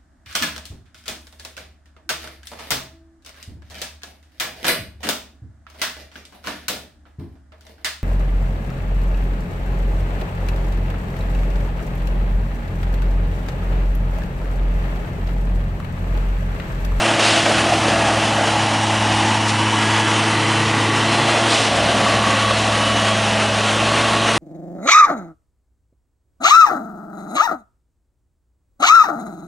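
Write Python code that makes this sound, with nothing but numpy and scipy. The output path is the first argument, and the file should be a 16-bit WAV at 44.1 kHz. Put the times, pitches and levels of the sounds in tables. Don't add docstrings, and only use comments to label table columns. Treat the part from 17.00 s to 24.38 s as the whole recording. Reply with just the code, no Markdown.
import sys
import numpy as np
from scipy import signal
from scipy.fft import rfft, irfft, next_fast_len
from scipy.io import wavfile
from scipy.ndimage import map_coordinates

SR = 44100
rng = np.random.default_rng(int(sys.argv[2]) if len(sys.argv) > 2 else 0)


def wrap_up_sound(samples):
    columns = np.atleast_2d(samples).T
    tamed = np.clip(columns, -1, 1)
    steps = np.round(tamed * 32767).astype(np.int16)
    wavfile.write(sys.argv[1], SR, steps)


N = 325437

# (time [s], relative level [dB])
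ROAR_DB = [(0, -23.5), (.55, -23), (.9, -24.5), (2, -25.5), (2.95, -24.5), (3.7, -25), (4.05, -24),
           (5, -23.5), (5.8, -25), (6.78, -24.5), (6.93, -23), (7.38, -23.3)]
# (time [s], relative level [dB])
RUMBLE_DB = [(0, -33), (.6, -28.7), (1.4, -32), (2.6, -32.5), (4, -31), (5, -30), (5.8, -36.5),
             (6.7, -36.5), (6.92, -31), (7.38, -32)]
# (frequency [Hz], relative density [dB per Hz])
RUMBLE_SPECTRUM = [(20, -36.5), (50, -14), (85, -9.5), (125, -2.5), (175, -4), (230, -2), (285, 2),
                   (350, -2), (430, -10.5), (600, -14), (1200, -59.5)]
BODY_SPECTRUM = [(200, -19), (400, 0), (550, 0.5), (800, 4.5), (1100, 2), (1300, 1), (1470, 0.5),
                 (1700, -.5), (1950, 0), (2250, -2.5), (2700, 1), (3100, -1), (3500, -7), (5000, -21),
                 (9000, -41)]
FIZZ_SPECTRUM = [(1500, -33), (3000, -3.5), (4000, -2.5), (5000, -2), (6000, -3), (7800, -7), (9400, -7),
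                 (10200, -13.5), (11000, -17.5), (12000, -43.5)]
# (time [s], first reinforced frequency [Hz], echo share [0-1])
GROUND_ECHO = [(0, 670, 0.28), (1.5, 830, 0.22), (1.9, 866, 0.6), (2.7, 1040, 0.37), (3.6, 1153, 0.44),
               (4.2, 1177, 0)]

# (time [s], firing rate [Hz])
FIRING_HZ = [(0, 112), (.2, 109.1), (.8, 108.8), (1.4, 107.7), (2.15, 107), (3.1, 108.2), (4, 108.4),
             (4.22, 111.8), (4.42, 112.4), (4.7, 108.5), (6.1, 107.3), (6.7, 107.1), (6.95, 110.9),
             (7.38, 110.7)]
# (time [s], relative level [dB])
FIRST_DB = [(0, -29), (1.5, -27), (2, -24), (3.85, -24), (4.68, -29), (5.6, -25.5), (6.4, -26),
            (7.38, -28.5)]
SECOND_DB = [(0, -34.5), (.5, -33.5), (2.6, -29), (4.5, -31), (6.3, -29), (7.38, -30)]
THIRD_DB = [(0, -29), (1.5, -32), (3, -30.5), (4.55, -30), (4.63, -44), (6.7, -45), (6.85, -34.5),
            (7.38, -34)]
# (multiple of firing rate [-], mean level [dB])
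ENGINE_LINES = [(1.29, -50), (1.5, -45.5), (2.25, -44), (2.5, -44.5), (2.7, -42), (5, -48.5)]

# (time [s], piston rate before flutter [Hz])
PISTON_HZ = [(0, 348.5), (.45, 339), (1, 334.4), (1.35, 329.1), (1.7, 325.5), (2.15, 323.7), (2.6, 329.6),
             (3.1, 336.3), (3.35, 338.9), (4.2, 342.1), (4.45, 344.2), (4.7, 344.7), (5.05, 338.9),
             (5.5, 333), (6.1, 326.2), (6.4, 323.7), (6.9, 321.8), (7.38, 324.6)]
# (multiple of piston rate [-], relative level [dB])
PUMP_ORDERS = [(1, -44), (2, -39), (5, -44), (6, -43), (8, -43), (9, -42), (10, -46), (11, -48), (12, -46),
               (13, -51), (17, -52), (18, -53), (21, -57)]
# (start [s], end [s], multiple of piston rate [-], relative level [dB])
SQUEALS = [(.85, 1.3, 2, -28.5), (.88, 1.5, 5, -35.5), (1.4, 2.15, 12, -41.5), (1.4, 2.45, 9, -36),
           (1.6, 2.75, 17, -44), (1.7, 3.3, 18, -47), (1.8, 2.35, 11, -43), (2.45, 3.6, 9, -34.8),
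           (2.72, 3.1, 5, -29.8), (2.75, 3.1, 10, -33.5), (3, 4.15, 8, -39.5), (3.05, 3.6, 1, -38),
           (3.3, 3.66, 12, -38), (3.6, 4.1, 11, -40), (3.85, 4.15, 9, -35), (4.05, 4.38, 12, -35.2),
           (4.08, 4.45, 10, -34.5), (4.85, 5.5, 9, -36), (5.36, 5.58, 10, -34), (5.4, 5.6, 8, -33),
           (5.78, 6.08, 9, -27.8), (5.95, 6.22, 10, -32.5), (6.08, 6.55, 9, -36), (6.45, 7.2, 11, -40),
           (6.95, 7.25, 10, -36.5)]
SQUEAL_EDGE_S = 0.138

# (time [s], level [dB])
OIL_DB = [(0, -68.5), (2.5, -36), (3.1, -27.5), (3.9, -26), (4.6, -34), (5.3, -62.5)]
# (frequency [Hz], width [Hz], relative level [dB])
PIPES = [(450.4, 46, 1.5), (1136, 52, 1.5), (1450, 137, -9), (1960, 138, 0)]

# (time [s], open time [s], peak level [dB], rise constant [s],
#              decay to -60 dB [s], brightness [dB per octave])
AIR_VALVES = [(.2, .01, -21, 0.0135, 0.17, 0), (.24, .04, -18, .018, 1.3, .7),
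              (2.484, .018, -22, .005, .06, 2.4), (4.51, .04, -20.2, .024, .45, 1.1),
              (4.59, .06, -23.5, .02, .15, 1.3)]
# (frequency [Hz], relative density [dB per Hz])
AIR_SPECTRUM = [(800, -14.5), (1500, -3), (2500, 2.5), (3400, 2.5), (4500, -.5), (6000, -5.5), (9400, -11),
                (10300, -23), (12000, -32)]
# (time [s], level before throb [dB])
HISS_DB = [(0, -43), (2.8, -44.5), (3.3, -42.5), (4.4, -33.5), (4.9, -32.5), (5.5, -30.5), (5.9, -33.5),
           (6.78, -35.5), (6.88, -31.5), (7.38, -31.5)]
# (frequency [Hz], relative density [dB per Hz])
HISS_SPECTRUM = [(2500, -29), (3400, 0), (4200, 1), (4700, -10.5), (6000, -30.5)]

# (time [s], centre [Hz], relative level [dB])
RUSH = [(.3, 620, -32), (.85, 790, -28.5), (1.6, 850, -25), (2.2, 875, -27.5), (2.6, 950, -27.5),
        (3.1, 905, -31), (4.15, 860, -30), (4.4, 790, -28.5), (4.62, 650, -33), (4.82, 610, -24),
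        (5.02, 590, -28), (5.6, 616.8, -44)]
# (time [s], centre [Hz], peak level before throb [dB], Gaussian sigma [s])
SURGES = [(0.489, 600, -24, 0.028), (0.729, 700, -19, 0.0287), (1.073, 760, -25.5, 0.0263),
          (1.59, 850, -21, 0.0207), (2.22, 840, -30, .05), (4.37, 640, -24.5, 0.045), (4.85, 670, -26, .08)]

# (time [s], relative peak [dB])
KNOCKS = [(0.196, -3.5), (0.462, -4), (0.495, -4.5), (0.582, -5.5), (0.737, -4.5), (0.883, -6.5),
          (1.504, -9), (1.593, -12.5), (3.24, -9), (5.139, -9)]
# (frequency [Hz], relative density [dB per Hz])
STONE_SPECTRUM = [(200, -35.5), (500, 4), (750, -0.5), (1300, -6), (2800, -11.5), (5000, -14),
                  (10000, -29.5)]
# (frequency [Hz], width [Hz], relative level [dB])
FRAME = [(559.2, 34.5, -1), (586.9, 30, -2.5), (677, 45, -.5)]
PLATE = [(1128, 42, 6), (1474, 56, -7.5), (1899, 31, -1)]

# (time [s], vibration rate before random drift [Hz])
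VIBRATION_HZ = [(0, 34.51), (1.5, 33.11), (2.2, 33.3), (3, 34.5), (4.3, 35.11), (6, 32.62), (6.5, 32.2),
                (7.38, 32.46)]
# (multiple of vibration rate [-], relative level [dB])
TINE_ORDERS = [(1, -18.5), (2, 0.5), (3, -9), (5, -3), (6, -2.5)]
# (start [s], end [s], multiple of vibration rate [-], mean level [dB])
SINGING = [(3.3, 4.35, 4, -35), (4.9, 5.25, 6, -32), (5.25, 6.8, 6, -39), (5.0, 5.9, 20, -32.5),
           (5.0, 5.55, 16, -35), (5.0, 5.6, 34, -33), (5.0, 5.6, 33, -32), (5.55, 6.2, 34, -35),
           (5.7, 6.45, 21, -34), (6.2, 7.2, 20, -35), (6.3, 7.38, 18, -32.3), (6.45, 7.38, 35, -32.5),
           (6.75, 7.2, 34, -32), (6.85, 7.38, 33, -36), (7.08, 7.38, 21, -30)]
# (start [s], end [s], relative hum [dB], relative frame ring [dB],
#                           relative plate ring [dB])
SQUEEZES = [(0.557, 1.62, -43.5, -23.5, -32.5), (2.0, 2.22, -46.5, -29.5, -38.5),
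            (4.7, 5.25, -45.5, -26, -25), (5.45, 5.951, -45.5, -25, -29), (6.279, 6.52, -49, -26, -28),
            (6.75, 7.382, -49, -26, -28)]
LOWER_S, SETTLE_S, GRIP_S = 0.637, 0.229, 0.304
BITE_S, PLUNGE_DB, PLUNGE_S = 0.076, 7.5, 0.67
FREE_HUM_DB, FREE_FRAME_DB, FREE_PLATE_DB = -52.5, -34, -34

TOP_HZ = 11450


def amp(db):
    return 10 ** (np.asarray(db) / 20)


def unit(x):
    return x / np.sqrt(np.mean(x ** 2) + 1e-20)


def curves(rows):
    time_s, *columns = np.transpose(rows)
    return [np.interp(np.arange(N) / SR, time_s, column) for column in columns]


def since(start_s):
    return np.maximum(np.arange(N) / SR - start_s, 0)


def gate(start_s, end_s, rise_s, fall_s):
    t = np.arange(N) / SR
    return np.clip(.5 + np.minimum((t - start_s) / rise_s, (end_s - t) / fall_s), 0, 1)


def wobble(rate_hz):
    position = np.arange(N) * rate_hz / SR
    grid = np.arange(0, position[-1] + 1, 1 / 8)
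    knots = rng.standard_normal(int(position[-1]) + 4)
    return np.interp(position, grid, map_coordinates(knots, [grid]))


def filtered(x, response):
    m = next_fast_len(N + SR // 2)
    return irfft(rfft(x, m) * response(np.fft.rfftfreq(m, 1 / SR)), m)[:N]


def coloured(x, spectrum):
    f, db = np.transpose(spectrum)
    return unit(filtered(x, lambda hz: amp(np.interp(np.log(hz + 1), np.log(f), db))))


def resonate(x, modes):
    def response(f):
        total = 0
        for k, (centre, width, db) in enumerate(modes):
            damping = 1j * f * width
            total = total + (-1) ** k * amp(db) * damping / (centre ** 2 - f * f + damping)
        return total
    return unit(filtered(x, response))


def noise(patchy_db):
    z = signal.stft(rng.standard_normal(N), nperseg=1024)[2]
    patch = np.outer(np.hanning(16), np.hanning(14))
    field = signal.fftconvolve(rng.standard_normal(z.shape), patch, "same")
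    return unit(signal.istft(z * amp(patchy_db * unit(field)), nperseg=1024)[1][:N])


def noise_band(hz, half_width_hz):
    def lowpass(f):
        return 1 / (1 + (f / half_width_hz) ** 2)
    in_phase = filtered(rng.standard_normal(N), lowpass)
    quadrature = filtered(rng.standard_normal(N), lowpass)
    centre = angle(hz)
    return unit(in_phase * np.cos(centre) + quadrature * np.sin(centre))


def angle(hz):
    return 2 * np.pi * (np.cumsum(hz) / SR + rng.random())


def tone(phase, db):
    return np.sqrt(2) * amp(db) * np.sin(phase + 2 * np.pi * rng.random())


def walls(x, share=0.1885, count=14):
    delay_s = rng.uniform(.004, .04, count)
    gain = rng.choice([-1, 1], count) / np.sqrt(count)
    copies = sum(g * np.pad(x, (int(d * SR), 0))[:N] for d, g in zip(delay_s, gain))
    return (x + share * copies) / np.hypot(1, share)


def ground_echo(x, dull_hz=1050):
    hz, share = curves(GROUND_ECHO)
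    echo = filtered(x, lambda f: 1 / (1 + (f / dull_hz) ** 4))
    return x + share * np.interp(np.arange(N) - SR / hz, np.arange(N), echo)


def roar(firing, shaft, rumble_db=1.7, body_db=4.0, fizz_db=-29.0, fizz_follows=0.66):
    level, = curves(ROAR_DB)
    beat_db = 0.213 * np.sin(firing) + 0.22 * np.sin(shaft)
    beat_db = beat_db + 0.803 * wobble(24) + 0.59 * wobble(90)
    low = amp(curves(RUMBLE_DB)[0] + rumble_db) * coloured(noise(patchy_db=1.0), RUMBLE_SPECTRUM)
    body = ground_echo(coloured(noise(patchy_db=0.44), BODY_SPECTRUM))
    mid = amp(level + body_db + beat_db) * body
    fizz_level = fizz_db + fizz_follows * (level - level.mean()) + beat_db
    fizz = amp(fizz_level) * coloured(noise(patchy_db=0.91), FIZZ_SPECTRUM)
    return low + mid + fizz


def diesel(firing, first_db=-1.0, waver_db=0.52, second_waver_db=0.66, third_waver_db=0.64):
    levels = [curves(FIRST_DB)[0] + first_db + waver_db * wobble(12),
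              curves(SECOND_DB)[0] + second_waver_db * wobble(12),
              curves(THIRD_DB)[0] + third_waver_db * wobble(16)]
    drone = sum(tone(k * firing, db) for k, db in enumerate(levels, 1))
    lines = sum(tone(k * firing + 0.335 * wobble(7), db + 3 * wobble(3.09)) for k, db in ENGINE_LINES)
    return drone + lines


def pump(flutter=0.0004, level_db=-0.5, squeal_db=0.0, waver_db=1.5):
    phase = angle(curves(PISTON_HZ)[0] * (1 + flutter * wobble(70)))
    whine = 0
    for k, db in PUMP_ORDERS:
        steady = amp(db + level_db + 1.86 * wobble(3.01))
        squeal = 0
        for start, end, multiple, peak_db in SQUEALS:
            if round(multiple) == round(k):
                edges = gate(start, end, SQUEAL_EDGE_S, SQUEAL_EDGE_S)
                squeal = squeal + amp(peak_db + squeal_db) * edges
        whine = whine + np.hypot(steady, squeal) * tone(round(k) * phase, waver_db * wobble(22))
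    return whine


def oil_flow():
    return amp(curves(OIL_DB)[0]) * resonate(rng.standard_normal(N), PIPES)


def valves():
    t = np.arange(N) / SR
    puffs = 0
    for start, hold, db, rise, t60, tilt in AIR_VALVES:
        flow = amp(db - 60 * since(start + hold) / t60) * np.exp(np.minimum(t - start, 0) / rise)
        spectrum = [(hz, level + tilt * np.log2(hz)) for hz, level in AIR_SPECTRUM]
        puffs = puffs + flow * coloured(rng.standard_normal(N), spectrum)
    return puffs


def upper_hiss(shaft, throb_db=1.0):
    level_db = curves(HISS_DB)[0] + throb_db * np.sin(shaft)
    return amp(level_db) * coloured(noise(patchy_db=1.5), HISS_SPECTRUM)


def strands(shaft, centre_hz, half_width_hz=62, jitter_rad=0.6, first_order=16, last_order=30):
    rate_hz, = curves(VIBRATION_HZ)
    total = 0
    for k in range(first_order, last_order + 1):
        phase = k * shaft + 2 * np.pi * rng.random() + jitter_rad * wobble(20)
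        total = total + np.sin(phase) / (1 + ((k * rate_hz - centre_hz) / half_width_hz) ** 2)
    return unit(total)


def sweeping_rush(shaft, half_width_hz=88, level_db=-2.2, strands_db=-4.5, throb_db=1.5, surge_width_hz=95):
    t = np.arange(N) / SR
    hz, db = curves(RUSH)
    rush = amp(db + level_db) * noise_band(hz, half_width_hz)
    swell = sum(amp(peak) * np.exp(-.5 * ((t - s) / sigma) ** 2) for s, _, peak, sigma in SURGES)
    surges = swell * noise_band(curves(SURGES)[0], surge_width_hz)
    throb = unit(amp(throb_db * np.sin(shaft)))
    return (rush + surges) * throb + amp(db + strands_db) * strands(shaft, hz)


def stones(t60_s=0.0643, level_db=-10):
    t = np.arange(N) / SR
    blows = sum((t >= s) * amp(db + level_db - 60 * np.abs(t - s) / t60_s) for s, db in KNOCKS)
    return blows * coloured(rng.standard_normal(N), STONE_SPECTRUM)


def gravel(shaft, rate_hz, spread_db, throb_db):
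    hits = rng.random(N) < rate_hz / SR
    contacts = hits * rng.standard_normal(N) * amp(spread_db * rng.standard_normal(N))
    return unit(contacts * amp(throb_db * np.sin(shaft)))


def swings(shaft, scatter_db=2):
    turns = np.floor(shaft / (2 * np.pi))
    return unit(np.diff(turns, prepend=turns[0]) * amp(scatter_db * rng.standard_normal(N)))


def churning(uneven_db=0.43):
    frame, plate = amp(FREE_FRAME_DB), amp(FREE_PLATE_DB)
    for start, end, _, frame_db, plate_db in SQUEEZES:
        lowered = gate(start - LOWER_S, end, SETTLE_S, SETTLE_S)
        gripped = gate(start + GRIP_S, end + GRIP_S, SETTLE_S, SETTLE_S)
        frame = np.maximum(frame, amp(frame_db) * lowered)
        plate = np.maximum(plate, amp(plate_db) * gripped)
    return frame * amp(uneven_db * wobble(10)), plate * amp(uneven_db * wobble(10))


def ballast(shaft, frame_db=-3.0, plate_db=-0.5, crunch_db=-10.0, regular=1.1):
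    frame, plate = churning()
    drive = gravel(shaft, rate_hz=2500, spread_db=4.0, throb_db=-1.5)
    drive = drive + regular * swings(shaft, scatter_db=3.0)
    frame_ring = frame * amp(frame_db) * resonate(drive, FRAME)
    plate_ring = plate * amp(plate_db) * resonate(drive, PLATE)
    contacts = gravel(shaft, rate_hz=1300, spread_db=2.5, throb_db=3.0)
    crunch = frame * amp(crunch_db) * coloured(contacts, STONE_SPECTRUM)
    return frame_ring + plate_ring + crunch


def tine_hum(shaft, waver_db=2.0, load_db=1.54, singing_waver_db=2.0, jitter_rad=0.66):
    pressed = 0
    for start, end, db, *_ in SQUEEZES:
        plunge_db = PLUNGE_DB * np.exp(-since(start) / PLUNGE_S)
        pressed = pressed + gate(start, end + BITE_S, BITE_S, SETTLE_S) * amp(db + plunge_db)
    gain = np.hypot(amp(FREE_HUM_DB), pressed) * amp(load_db * wobble(5.1))
    highest = max(k for _, _, k, _ in SINGING)
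    singing = 0
    for start, end, k, db in SINGING:
        phase = round(k) * shaft + jitter_rad * np.sqrt(k / highest) * wobble(30)
        voice = tone(phase, db + singing_waver_db * wobble(24))
        singing = singing + gate(start, end, SETTLE_S, SETTLE_S) * voice
    hum = gain * sum(tone(round(k) * shaft, db + waver_db * wobble(12)) for k, db in TINE_ORDERS)
    return singing + hum


def scene():
    firing = angle(curves(FIRING_HZ)[0])
    shaft = angle(curves(VIBRATION_HZ)[0] * (1 + .004 * wobble(8)))
    reflected = walls(roar(firing, shaft) + valves() + stones())
    tamping = upper_hiss(shaft) + sweeping_rush(shaft) + ballast(shaft) + tine_hum(shaft)
    machine = reflected + diesel(firing) + pump() + oil_flow() + tamping
    return np.array([machine, machine])


def record(dry):
    return np.array([filtered(channel, lambda hz: hz < TOP_HZ) for channel in dry])


dry = scene()
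out = record(dry)
wrap_up_sound(out)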